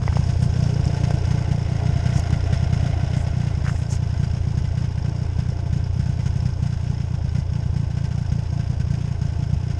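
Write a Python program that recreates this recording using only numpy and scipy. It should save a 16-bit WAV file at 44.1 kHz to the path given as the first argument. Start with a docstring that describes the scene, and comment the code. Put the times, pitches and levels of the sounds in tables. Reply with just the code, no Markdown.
"""On lake ice, a twin-cylinder snowmobile idles unevenly beside a head-worn camera that bends close, then straightens.
The cylinders pump a resonant muffler in turn, each with its own thuds; only some turns burn well.
Noise gated in step with the ports makes the casing, gas and panel rattles; the footwell rings and a low drone ripples.
Decaying sines knock on the camera housing, rising chirps creak once as a cable, noise bursts make metal ticks
and jacket brushes, and low noise makes a light wind."""
import sys
import numpy as np
from scipy import signal
from scipy.fft import rfft, irfft, next_fast_len
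from scipy.io import wavfile
from scipy.ndimage import uniform_filter1d

SR = 44100
rng = np.random.default_rng(int(sys.argv[2]) if len(sys.argv) > 2 else 0)


def put_to_file(sound):
    """Save the sound as 16-bit audio at rate SR, in the file named by the first command-line argument."""
    columns = np.atleast_2d(sound).T  # one column per channel
    safe = np.clip(columns, -1, 1)
    whole_steps = np.round(safe * 32767)
    wavfile.write(sys.argv[1], SR, whole_steps.astype(np.int16))


N = 431738


def undb(db):
    """Gain of a dB value."""
    return 10 ** (np.asarray(db) / 20)


def unit(x):
    """Scale to rms 1."""
    return x / np.sqrt(np.mean(x ** 2))


def ring(x, hz, width_hz):
    """Resonance with gain 1 at its centre."""
    return signal.lfilter(*signal.iirpeak(hz, hz / width_hz, fs=SR), x)


def ring_twice(x, hz, width_hz):
    """Two equal resonances in a row, for steeper skirts."""
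    return ring(ring(x, hz, width_hz), hz, width_hz)


def ring_narrow(x, hz, width_hz):
    """A resonance of twice the width, then one of the width itself."""
    return ring(ring(x, hz, 2 * width_hz), hz, width_hz)


def walk(rate):
    """Random levels held 1 / rate s and slewed; spread near 1."""
    k = int(SR / rate)
    held = np.repeat(rng.standard_normal(N // k + 1), k)
    return 1.2 * uniform_filter1d(held, k)[:N]


def add(out, s, sound):
    """Mix a sound in at a time."""
    i = int(s * SR)
    out[i:i + len(sound)] += sound[:N - i]


# Path of the camera: (time [s], nearness to the machine [0-1], bend toward the footwell [0-1])
CAMERA_PATH = [(0, 0.8, 0.45), (.4, 0.72, 0.4), (.8, 0.75, 0.75), (1.5, 0.46, 0.84), (2.1, 0.6, 1),
               (3.1, 0.48, 1), (3.5, 0.23, 0.8), (3.8, 0.24, 0.55), (4.5, 0.22, 0.42), (5, 0.03, 0.47),
               (6.2, 0.1, 0.31), (7, 0, 0.28), (9.79, 0.04, 0.34)]


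def camera_position():
    """Nearness and bend of the camera, which set how loud each engine layer arrives."""
    s, near, bend = np.transpose(CAMERA_PATH)
    t = np.arange(N) / SR
    return np.interp(t, s, near), np.interp(t, s, bend)


# Clear pops, the turns that burn well: (time of the blast [s], burn [0-1], swell of the rattles against usual [dB])
FULL_BURNS = [(0.1569, 0.68, 1.5), (0.1913, 0.82, -0.5), (0.4239, 0.91, 1.0), (0.4567, 0.71, -0.5),
              (0.5905, 0.7, 0.5), (0.6242, 0.81, -0.5), (0.7944, 0.74, -1.5), (0.8635, 0.83, -0.5),
              (1.0357, 0.87, -1.0), (1.1385, 0.91, -0.5), (1.3078, 0.79, 1.0), (1.3413, 0.76, -0.5),
              (1.5122, 0.93, 0.5), (1.8554, 0.74, -2.0), (1.8898, 0.8, -2.5), (1.9577, 0.76, 0.0),
              (2.0575, 0.85, 0.5), (2.1569, 0.98, 1.0), (2.3268, 0.94, 0.5), (2.5273, 0.93, 0.5),
              (2.6269, 0.76, -1.5), (2.728, 0.92, 0.0), (2.8277, 0.71, 0.0), (3.0304, 0.77, -2.0),
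              (3.1663, 0.85, 0.5), (3.3678, 0.77, -1.0), (3.4013, 0.66, 0.0), (3.4682, 0.68, 0.0),
              (3.6417, 0.72, 4.0), (3.6779, 0.8, 3.0), (3.7123, 0.68, -1.5), (3.9206, 0.7, 7.0),
              (4.024, 0.68, 0.5), (4.196, 0.81, -1.5), (4.2308, 0.81, 1.0), (4.4711, 0.81, -1.5),
              (4.5737, 0.88, 0.5), (4.7736, 0.78, 1.0), (4.8401, 0.67, 1.5), (5.0453, 0.71, 1.5),
              (5.0798, 0.73, -0.5), (5.2158, 0.69, -0.5), (5.3881, 0.93, 0.0), (5.4872, 0.79, 1.5),
              (5.7275, 0.88, -0.5), (5.7608, 0.79, 0.0), (5.9945, 0.96, -0.5), (6.0921, 0.9, 0.0),
              (6.1916, 0.69, 1.0), (6.2591, 0.87, 2.0), (6.3573, 0.83, 1.5), (6.4555, 1.01, -0.5),
              (6.6239, 0.96, 0.0), (6.658, 0.73, 0.5), (6.8983, 0.89, -2.0), (7.001, 0.69, 0.0),
              (7.139, 0.7, 1.5), (7.2437, 0.78, -0.5), (7.3497, 0.88, 1.0), (7.3835, 0.86, 0.5),
              (7.5542, 0.72, 0.0), (7.6577, 0.73, -1.0), (7.7618, 0.84, 1.0), (7.796, 0.76, -1.5),
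              (7.9705, 0.74, -0.5), (8.0405, 0.77, 1.5), (8.2124, 0.67, -1.0), (8.3199, 1.01, 0.0),
              (8.353, 0.66, 0.0), (8.5256, 0.7, 0.0), (8.5947, 0.78, 0.0), (8.6976, 0.9, -1.0),
              (8.7995, 0.87, 0.5), (8.9041, 0.96, 0.0), (8.9385, 0.72, 1.0), (9.11, 0.71, -1.0),
              (9.2156, 0.81, 0.0), (9.2502, 0.72, -1.0), (9.3899, 0.68, -1.0), (9.4249, 0.76, -0.5),
              (9.5298, 1.06, -2.0)]
IDLE_HZ = 29.3  # nominal turns per second
WEAK_TOP, WEAK_SKEW = .68, 1.35  # largest random burn before fouling, exponent toward small burns
# a good burn fouls the charge of the turns around it and hurries the crank through its own turn
FOULING, QUICKENING = .07, .07
TURN_JITTER_S = .001


def turns():
    """Time, burn, cylinder and set swell of every turn; partial, random burns fill the gaps between full ones."""
    s, strong, swell_db = np.transpose(FULL_BURNS)
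    index = np.r_[0, np.cumsum(np.round(np.diff(s) * IDLE_HZ))]
    every = np.arange(-7, index[-1] + 9)
    weak, late = rng.uniform(0, 1, (len(every), 2)).T
    full = np.isin(every, index)

    burn = WEAK_TOP * weak ** WEAK_SKEW
    burn[full] = strong
    neighbours = [1, 1, 1, 0, 1, 1, 1]
    fouled = FOULING * np.convolve(burn - burn.mean(), neighbours, "same")
    burn = np.where(full, burn, np.clip(burn - fouled, 0, strong.min()))

    # full burns pin the clock; the turns between them share out the time
    clock = np.cumsum(np.r_[0, 1 - QUICKENING * (burn[:-1] - burn.mean())])
    outside = clock - np.clip(clock, clock[full][0], clock[full][-1])
    times = np.interp(clock, clock[full], s) + outside / IDLE_HZ
    times = times + TURN_JITTER_S * (2 * late - 1) * ~full

    set_db = np.full(len(every), np.nan)
    set_db[full] = swell_db
    second = every % 2 == 0
    return times, burn, second, set_db


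def train(times, size, count=N):
    """One impulse a turn."""
    out = np.zeros(count)
    i = np.round(times * SR).astype(int)
    inside = (i >= 0) & (i < count)
    out[i[inside]] = size[inside]
    return out


LEAD_S = .1  # the muffler already runs before the start


def muffler(times, size, modes, start_ms, length_ms, back_ms, back):
    """A smooth push and its inverted return from the pipe end ring the muffler."""
    push = np.hanning(int(length_ms * SR / 1000))
    lead = int(LEAD_S * SR)
    start = times + LEAD_S + start_ms / 1000
    kicks = train(start, size, count=N + lead)
    kicks += back * train(start + back_ms / 1000, size, count=N + lead)
    flow = np.convolve(kicks, push)[:N + lead]
    out = 0
    for hz, width_hz, gain, stages in modes:
        once = ring(flow, hz, width_hz)
        out = out + gain * (once if stages == 1 else ring(once, hz, width_hz))
    return out[lead:]


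# Pushes into the muffler: (start from the blast [ms], length [ms], delay of the return [ms], return [signed share])
BLAST_PUSH = (-3.2, 6.8, 9.3, -.44)
PUMPING_PUSH = (-7.45, 10.0, 7.4, -1.3)
FRONT_PUSH = (-2, 4, 3.5, -3)  # the steep front of a hard burn
# Muffler resonances that each push rings: (centre [Hz], width of each stage [Hz], gain [signed], stages [count])
BLAST_RESONANCES = [(107.4, 149.4, 0.99, 2), (155.1, 23, -0.33, 2), (70.9, 32.5, -0.57, 1),
                    (196.8, 40, -0.28, 2)]
PUMPING_RESONANCES = [(75.3, 45, -.19, 2), (129.8, 52.5, 0.4, 2), (47, 11, -0.046, 1)]
FRONT_RESONANCES = [(203.5, 32, 0.089, 2)]


def muffler_thumps(times, burn, pump_luck):
    """Blasts follow the burn, pumping goes on regardless, and steep fronts grow with the burn squared."""
    blast = muffler(times, burn, BLAST_RESONANCES, *BLAST_PUSH)
    pumping = muffler(times, undb(1.1 * pump_luck), PUMPING_RESONANCES, *PUMPING_PUSH)
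    front = muffler(times, burn ** 2, FRONT_RESONANCES, *FRONT_PUSH)
    return blast + pumping + front


def chassis_rocking(times, burn):
    """Each turn shoves the chassis once, harder when it burns; it rocks at the idle rate."""
    shove = train(times, 1 + 0.79 * burn)
    return undb(-38.5) * unit(ring_twice(shove, IDLE_HZ, width_hz=20))


CLOSING_MS = 13.25  # port closing, after the blast


def gate(times, burn, second, luck, steady, blast, burn_share, blast_ms, closing, closing_ms, second_db):
    """Loudness through each turn: a swell while the exhaust port blows, a jolt as it closes."""
    t = np.arange(SR // 20) / SR * 1000  # ms
    swell_size = (blast + burn_share * burn ** 2) * luck[0] * undb(second_db * (second - .5))
    swell_shape = (1 - np.exp(-t / 2.5)) * np.exp(-(t / blast_ms) ** 2)
    swell = np.convolve(train(times - .003, swell_size), swell_shape)
    jolt_shape = (1 - np.exp(-t / .8)) * np.exp(-t / closing_ms)
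    jolt = np.convolve(train(times + CLOSING_MS / 1000, closing * luck[1]), jolt_shape)
    return steady + swell[:N] + jolt[:N]


def rattle(opening, colour, rings, grain_db):
    """Grainy noise let through by the ports, coloured by the part that it shakes."""
    shake = opening * undb(grain_db * walk(400)) * rng.standard_normal(N)
    hz, db = np.transpose(colour)
    size = next_fast_len(N)
    bins = np.fft.rfftfreq(size, 1 / SR) + 1  # 1 Hz up, so that the log exists
    colour_db = np.interp(np.log(bins), np.log(hz), db, -90, -90)
    broad = unit(irfft(rfft(shake, size) * undb(colour_db), size)[:N])
    narrow = sum(undb(d) * unit(ring_narrow(shake, f, w)) for f, w, d in rings)
    return unit(broad + narrow)


# Every gate below: (steady [share], blast [share], burn [share], blast fade [ms], closing [share], closing fade [ms],
# second cylinder over the first [dB])
# Every colour below: (frequency [Hz], relative gain [dB])
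# Every set of rings below: (centre [Hz], width of the narrower stage [Hz], level against the broad noise [dB])
CASING_OPENING = (.7, .2, .25, 9, .2, 5, 4)
CASING_COLOUR = [(180, -33), (255, 4.5), (295, 2), (364, 1.5), (410, -2), (573, -0.5), (680, -13.5),
                 (780, -1), (870, -3.5), (1100, -4.5), (1300, -18), (1690, -35)]
CASING_PEAKS = [(405, 40, -14), (540, 35, -20), (612, 45, -16), (680, 55, -15), (873, 75, -13),
                (990, 70, -22)]


def casing_rattle(crank):
    """The engine casing shakes as a dull, mid-low noise."""
    return rattle(gate(*crank, *CASING_OPENING), CASING_COLOUR, CASING_PEAKS, grain_db=2.0)


# Port opening, colour and narrow rings of the gas; columns as for the casing
GAS_OPENING = (.3, .4, .65, 20, .5, 9, 5)
GAS_COLOUR = [(740, -43), (1250, -5.5), (1500, -3), (1760, -3), (2080, -13.5), (2240, -3.5), (3420, -8),
              (4190, -16), (4350, -39), (5660, -43), (9570, -120)]
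GAS_PEAKS = [(1540, 90, -7.5), (2030, 55, -17), (2200, 45, -21), (2556, 50, -24), (2880, 110, -20),
             (4055, 24, -26)]


def gas_rush(crank, clumps):
    """Gas rushes through the ports as a fine-grained noise."""
    return rattle(clumps * gate(*crank, *GAS_OPENING), GAS_COLOUR, GAS_PEAKS, grain_db=0.15)


# Opening, colour and narrow rings of the intake reeds; columns as for the casing
REED_OPENING = (.08, .25, .6, 14, 1.5, 8, 8)
REED_COLOUR = [(4300, -40.5), (4750, -4), (5100, -5.5), (5500, -5.5), (5900, -6.5), (6300, -39)]
REED_PEAKS = [(5300, 260, -5)]


def reed_snaps(times, burn, second, luck):
    """The intake reeds snap shut once a turn, burn or not, with exaggerated luck."""
    opening = gate(times, burn, second, luck ** 1.5, *REED_OPENING)
    return rattle(opening, REED_COLOUR, REED_PEAKS, grain_db=.5)


# Port opening, colour and narrow rings of the panels; columns as for the casing
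PANEL_OPENING = (.33, .25, .85, 27, .45, 5, 2)
PANEL_COLOUR = [(2530, -30.5), (4300, -6), (4950, 2.5), (5410, 1), (6040, -2.5), (6570, 1), (7120, -6),
                (7850, -8), (9830, -14.5), (11800, -29), (15400, -55), (22000, -120)]
PANEL_PEAKS = [(6440, 150, -16)]
REED_DB = -1.5  # against the panels


def panel_rattle(crank, clumps):
    """Thin panels rattle brightly with the ports, the reed snaps among them."""
    panels = rattle(clumps * gate(*crank, *PANEL_OPENING), PANEL_COLOUR, PANEL_PEAKS, grain_db=1.2)
    return unit(panels + undb(REED_DB) * reed_snaps(*crank))


# Thuds of the block: (cylinder [0 first, 1 second], delay after the blast [ms], centre [Hz],
# width of each stage [Hz], relative level [dB])
BLOCK_THUDS = [(1, -7.5, 268.5, 96, -5.5), (0, 2, 308.4, 67, -5.5), (1, -2.5, 480, 108, -8.5),
               (0, 7, 424, 76, -12.5), (1, 0, 870, 29, -16), (0, 16.5, 687, 91, -14.5),
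               (1, 1, 1700, 54, -19.5)]
THUD_SCATTER_DB, THUD_SCATTER_MS = 2.5, .6


def block_thuds(times, second):
    """Short dull rings of the block, the same places in every cycle, never quite the same size."""
    chance = rng.standard_normal((len(times), len(BLOCK_THUDS), 2))
    out = 0
    for k, (cylinder, ms, hz, width_hz, db) in enumerate(BLOCK_THUDS):
        own_turn = second == (cylinder > .5)
        size = undb(THUD_SCATTER_DB * chance[:, k, 0]) * own_turn
        delay_ms = ms + THUD_SCATTER_MS * chance[:, k, 1]
        blows = train(times + delay_ms / 1000, size)
        out = out + undb(db) * unit(ring_twice(blows, hz, width_hz))
    return out


# Low drone, strong while the camera swings down past the machine and faint once more later:
# (time [s], level [dB], spacing of its ripples [Hz])
DRONE_PATH = [(.2, -54, 112), (.55, -44, 120), (.9, -40, 147), (1.3, -43, 146), (1.7, -47, 142),
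              (2.2, -51, 140), (3.2, -56, 140), (3.7, -70, 140), (4.6, -70, 140), (5.1, -56, 140),
              (5.6, -55, 140), (6.1, -75, 140)]
DRONE_CENTRE_HZ, DRONE_BAND_HZ, DRONE_ECHO = 480, 750, .85  # echo gain


def drone(shake):
    """The casing and block heard again off the ice: two echoes whose lag slides make sliding ripples."""
    t = np.arange(N) / SR
    s, db, spacing_hz = np.transpose(DRONE_PATH)
    lag = 1 / np.interp(t, s, spacing_hz)
    echoes = sum(DRONE_ECHO ** k * np.interp(t - k * lag, t, shake) for k in (1, 2))
    band = unit(ring_twice(shake + echoes, DRONE_CENTRE_HZ, DRONE_BAND_HZ))
    return undb(np.interp(t, s, db)) * band


# Upper rings of the footwell: (centre [Hz], width of the narrower stage [Hz], level against the main ring [dB])
FOOTWELL_UPPER_RINGS = [(1405, 82, -10.5), (1960, 206, -8.5), (2113, 49, -11.5)]
FOOTWELL_HZ, FOOTWELL_WIDTH_HZ = 685, 115


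def footwell(casing, block, gas):
    """The hollow footwell rings with casing and block; the gas shakes its upper rings."""
    well = unit(ring_narrow(casing + block / 4, FOOTWELL_HZ, FOOTWELL_WIDTH_HZ))
    for hz, width_hz, db in FOOTWELL_UPPER_RINGS:
        well += undb(db) * unit(ring_narrow(gas, hz, width_hz))
    return well


# Layer levels: (standing back [dB], gained when near [dB], gained when bent over [dB])
MUFFLER_DB, CASING_DB, FOOTWELL_DB = (0, 4.5, 0), (-46.5, 3.5, 4.5), (-60, 1.5, 17)
GAS_DB, PANEL_DB, THUD_DB = (-52, 4, 7), (-52.5, 7, 2), (-48.5, 2, 3)
CLUMP_DB = .8  # slow swells of gas and panels


def engine():
    """Every engine layer runs on one crank and gets louder as the camera nears or bends."""
    near, bend = camera_position()

    def heard(layer, levels_db):
        """A layer at the level set by the camera position."""
        back_db, near_db, bend_db = levels_db
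        return undb(back_db + near_db * near + bend_db * bend) * layer

    times, burn, second, set_db = turns()
    chance = rng.standard_normal((len(times), 3)).T
    # all parts feel the same uneven swells and jolts
    luck = undb(1.8 * chance[:2])
    luck[0] = np.where(np.isnan(set_db), luck[0], undb(set_db))
    crank = times, burn, second, luck
    clumps = undb(CLUMP_DB * walk(12))

    thump = muffler_thumps(times, burn, chance[2]) + chassis_rocking(times, burn)
    casing = casing_rattle(crank)
    gas = gas_rush(crank, clumps)
    panels = panel_rattle(crank, clumps)
    block = block_thuds(times, second)
    out = heard(thump, MUFFLER_DB) + heard(casing, CASING_DB)
    out += heard(gas, GAS_DB) + heard(panels, PANEL_DB) + heard(block, THUD_DB)
    out += heard(footwell(casing, block, gas), FOOTWELL_DB)
    return out + drone(casing + block)


def wind():
    """Light air rumbling at the microphone port: low noise of slowly wandering level."""
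    rumble = unit(ring_twice(rng.standard_normal(N), 60, width_hz=150))
    return undb(-44 + 1.5 * walk(3)) * rumble


# Gear against the housing: (time [s], shell peak [dB], shell pitch [Hz], clasp ring against the shell [dB])
HOUSING_KNOCKS = [(.0175, -29, 1000, -30), (.0372, -24, 1210, -22), (.0788, -13.5, 950, -11),
                  (.1268, -22, 1160, -24), (.133, -30, 1780, -12), (.1692, -13, 800, -25),
                  (1.1071, -16, 640, -30), (2.307, -27, 900, -14)]
SHELL_T60_CYCLES = 4.0
BODY_HZ, BODY_DB, BODY_T60_S = 380, -8, .009  # level against the shell
CLASP_HZ, CLASP_T60_S, CLASP_SAG_PER_S, CLASP_ROUGH = 2050, 0.028, 12, .6  # start pitch, fade, pitch fall, flutter


def housing_knocks():
    """Each knock rings a short shell, a low body and a rough, sagging clasp."""
    out, t = np.zeros(N), np.arange(SR // 20) / SR
    clasp = np.sin(2 * np.pi * CLASP_HZ * (t - CLASP_SAG_PER_S * t ** 2 / 2))
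    clasp *= (1 + CLASP_ROUGH * walk(1500)[:len(t)]) * undb(-60 * t / CLASP_T60_S)
    body = undb(BODY_DB) * np.sin(2 * np.pi * BODY_HZ * t) * undb(-60 * t / BODY_T60_S)
    for s, db, hz, clasp_db in HOUSING_KNOCKS:
        fade = undb(-60 * t * hz / SHELL_T60_CYCLES)
        shell = np.sin(2 * np.pi * hz * t) * fade * (1 - np.exp(-t * hz * 4))
        add(out, s, undb(db) * (shell / shell.max() - body + undb(clasp_db) * clasp))
    return out


# Brushes of the jacket: (time [s], length [s], level [dB], centre [Hz], part of the length before the peak [share])
JACKET_BRUSHES = [(0.403, 0.079, -49, 8000, 0.3), (2.103, 0.12, -42.5, 6000, 0.64),
                  (3.137, 0.14, -51, 7300, 0.4), (3.62, 0.33, -52, 7000, 0.26),
                  (3.882, 0.11, -39.5, 6200, 0.35)]
BRUSH_WIDTH_HZ, BRUSH_GRAIN_DB = 2800, 3


def jacket_brushes():
    """Grainy noise from rubbing fibres swells and fades in a high band."""
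    out = np.zeros(N)
    for s, length, db, hz, rise in JACKET_BRUSHES:
        k = int(length * SR)
        phase = np.interp(np.arange(k) / k, [0, np.clip(rise, .1, .9), 1], [0, np.pi / 2, np.pi])
        fibres = undb(BRUSH_GRAIN_DB * walk(500)[:k]) * rng.standard_normal(k)
        hiss = unit(ring_twice(fibres, hz, BRUSH_WIDTH_HZ))
        add(out, s, undb(db) * np.sin(phase) ** 2 * hiss)
    return out


# Dry ticks of metal on metal: (time [s], level at the onset [dB], centre [Hz], width of each stage [Hz], fade [ms])
METAL_TICKS = [(.8545, -32, 6000, 3500, 1.6), (1.1072, -35, 4500, 7000, 1.6), (2.1955, -33, 6000, 5000, 3),
               (2.3057, -37, 5140, 4000, 2.5), (3.789, -46, 9100, 900, 4), (3.924, -33, 6500, 1500, 4),
               (6.5335, -42, 5300, 700, 6)]


def metal_ticks():
    """Bursts of banded noise that start at once and die within milliseconds."""
    out, t = np.zeros(N), np.arange(SR // 20) / SR
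    for s, db, hz, width_hz, ms in METAL_TICKS:
        burst = unit(ring_twice(rng.standard_normal(len(t)), hz, width_hz))
        add(out, s, undb(db) * np.exp(-t * 1000 / ms) * burst)
    return out


# Slips of the cable that make one creak: (time [s], peak level [dB], start pitch [Hz], length [ms])
CABLE_SLIPS = [(3.6515, -30, 1050, 4), (3.657, -35, 1400, 3), (3.6635, -26, 1000, 5.5),
               (3.673, -28, 1150, 5), (3.6785, -34, 1500, 3), (3.6812, -26, 950, 4), (3.6865, -34, 1300, 3),
               (3.6948, -25, 1000, 5.5), (3.7015, -34, 1200, 3)]
SLIP_GLIDE, SLIP_ROUGH = 1.4, .5  # rise and waver, as shares of the pitch


def cable_creak():
    """The rubber grips unevenly, so each slip is a rising chirp that wavers."""
    out = np.zeros(N)
    for s, db, hz, ms in CABLE_SLIPS:
        u = np.linspace(0, 1, int(ms * SR / 1000))
        waver = uniform_filter1d(rng.standard_normal(len(u)), size=12)
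        pitch = hz * (1 + SLIP_GLIDE * u) * (1 + SLIP_ROUGH * waver)
        chirp = np.sin(2 * np.pi * np.cumsum(pitch) / SR)
        add(out, s, undb(db) * np.sin(np.pi * u ** .4) * chirp)
    return out


def scene():
    """Everything at the one microphone."""
    handling = housing_knocks() + jacket_brushes() + metal_ticks() + cable_creak()
    return (engine() + wind() + handling)[None]


def record(dry):
    """The camera cuts the top: a steep low-pass at 11.8 kHz."""
    low_pass = signal.ellip(10, .2, 80, 11800, fs=SR, output="sos")
    return signal.sosfilt(low_pass, dry)


dry = scene()
out = record(dry)
put_to_file(out)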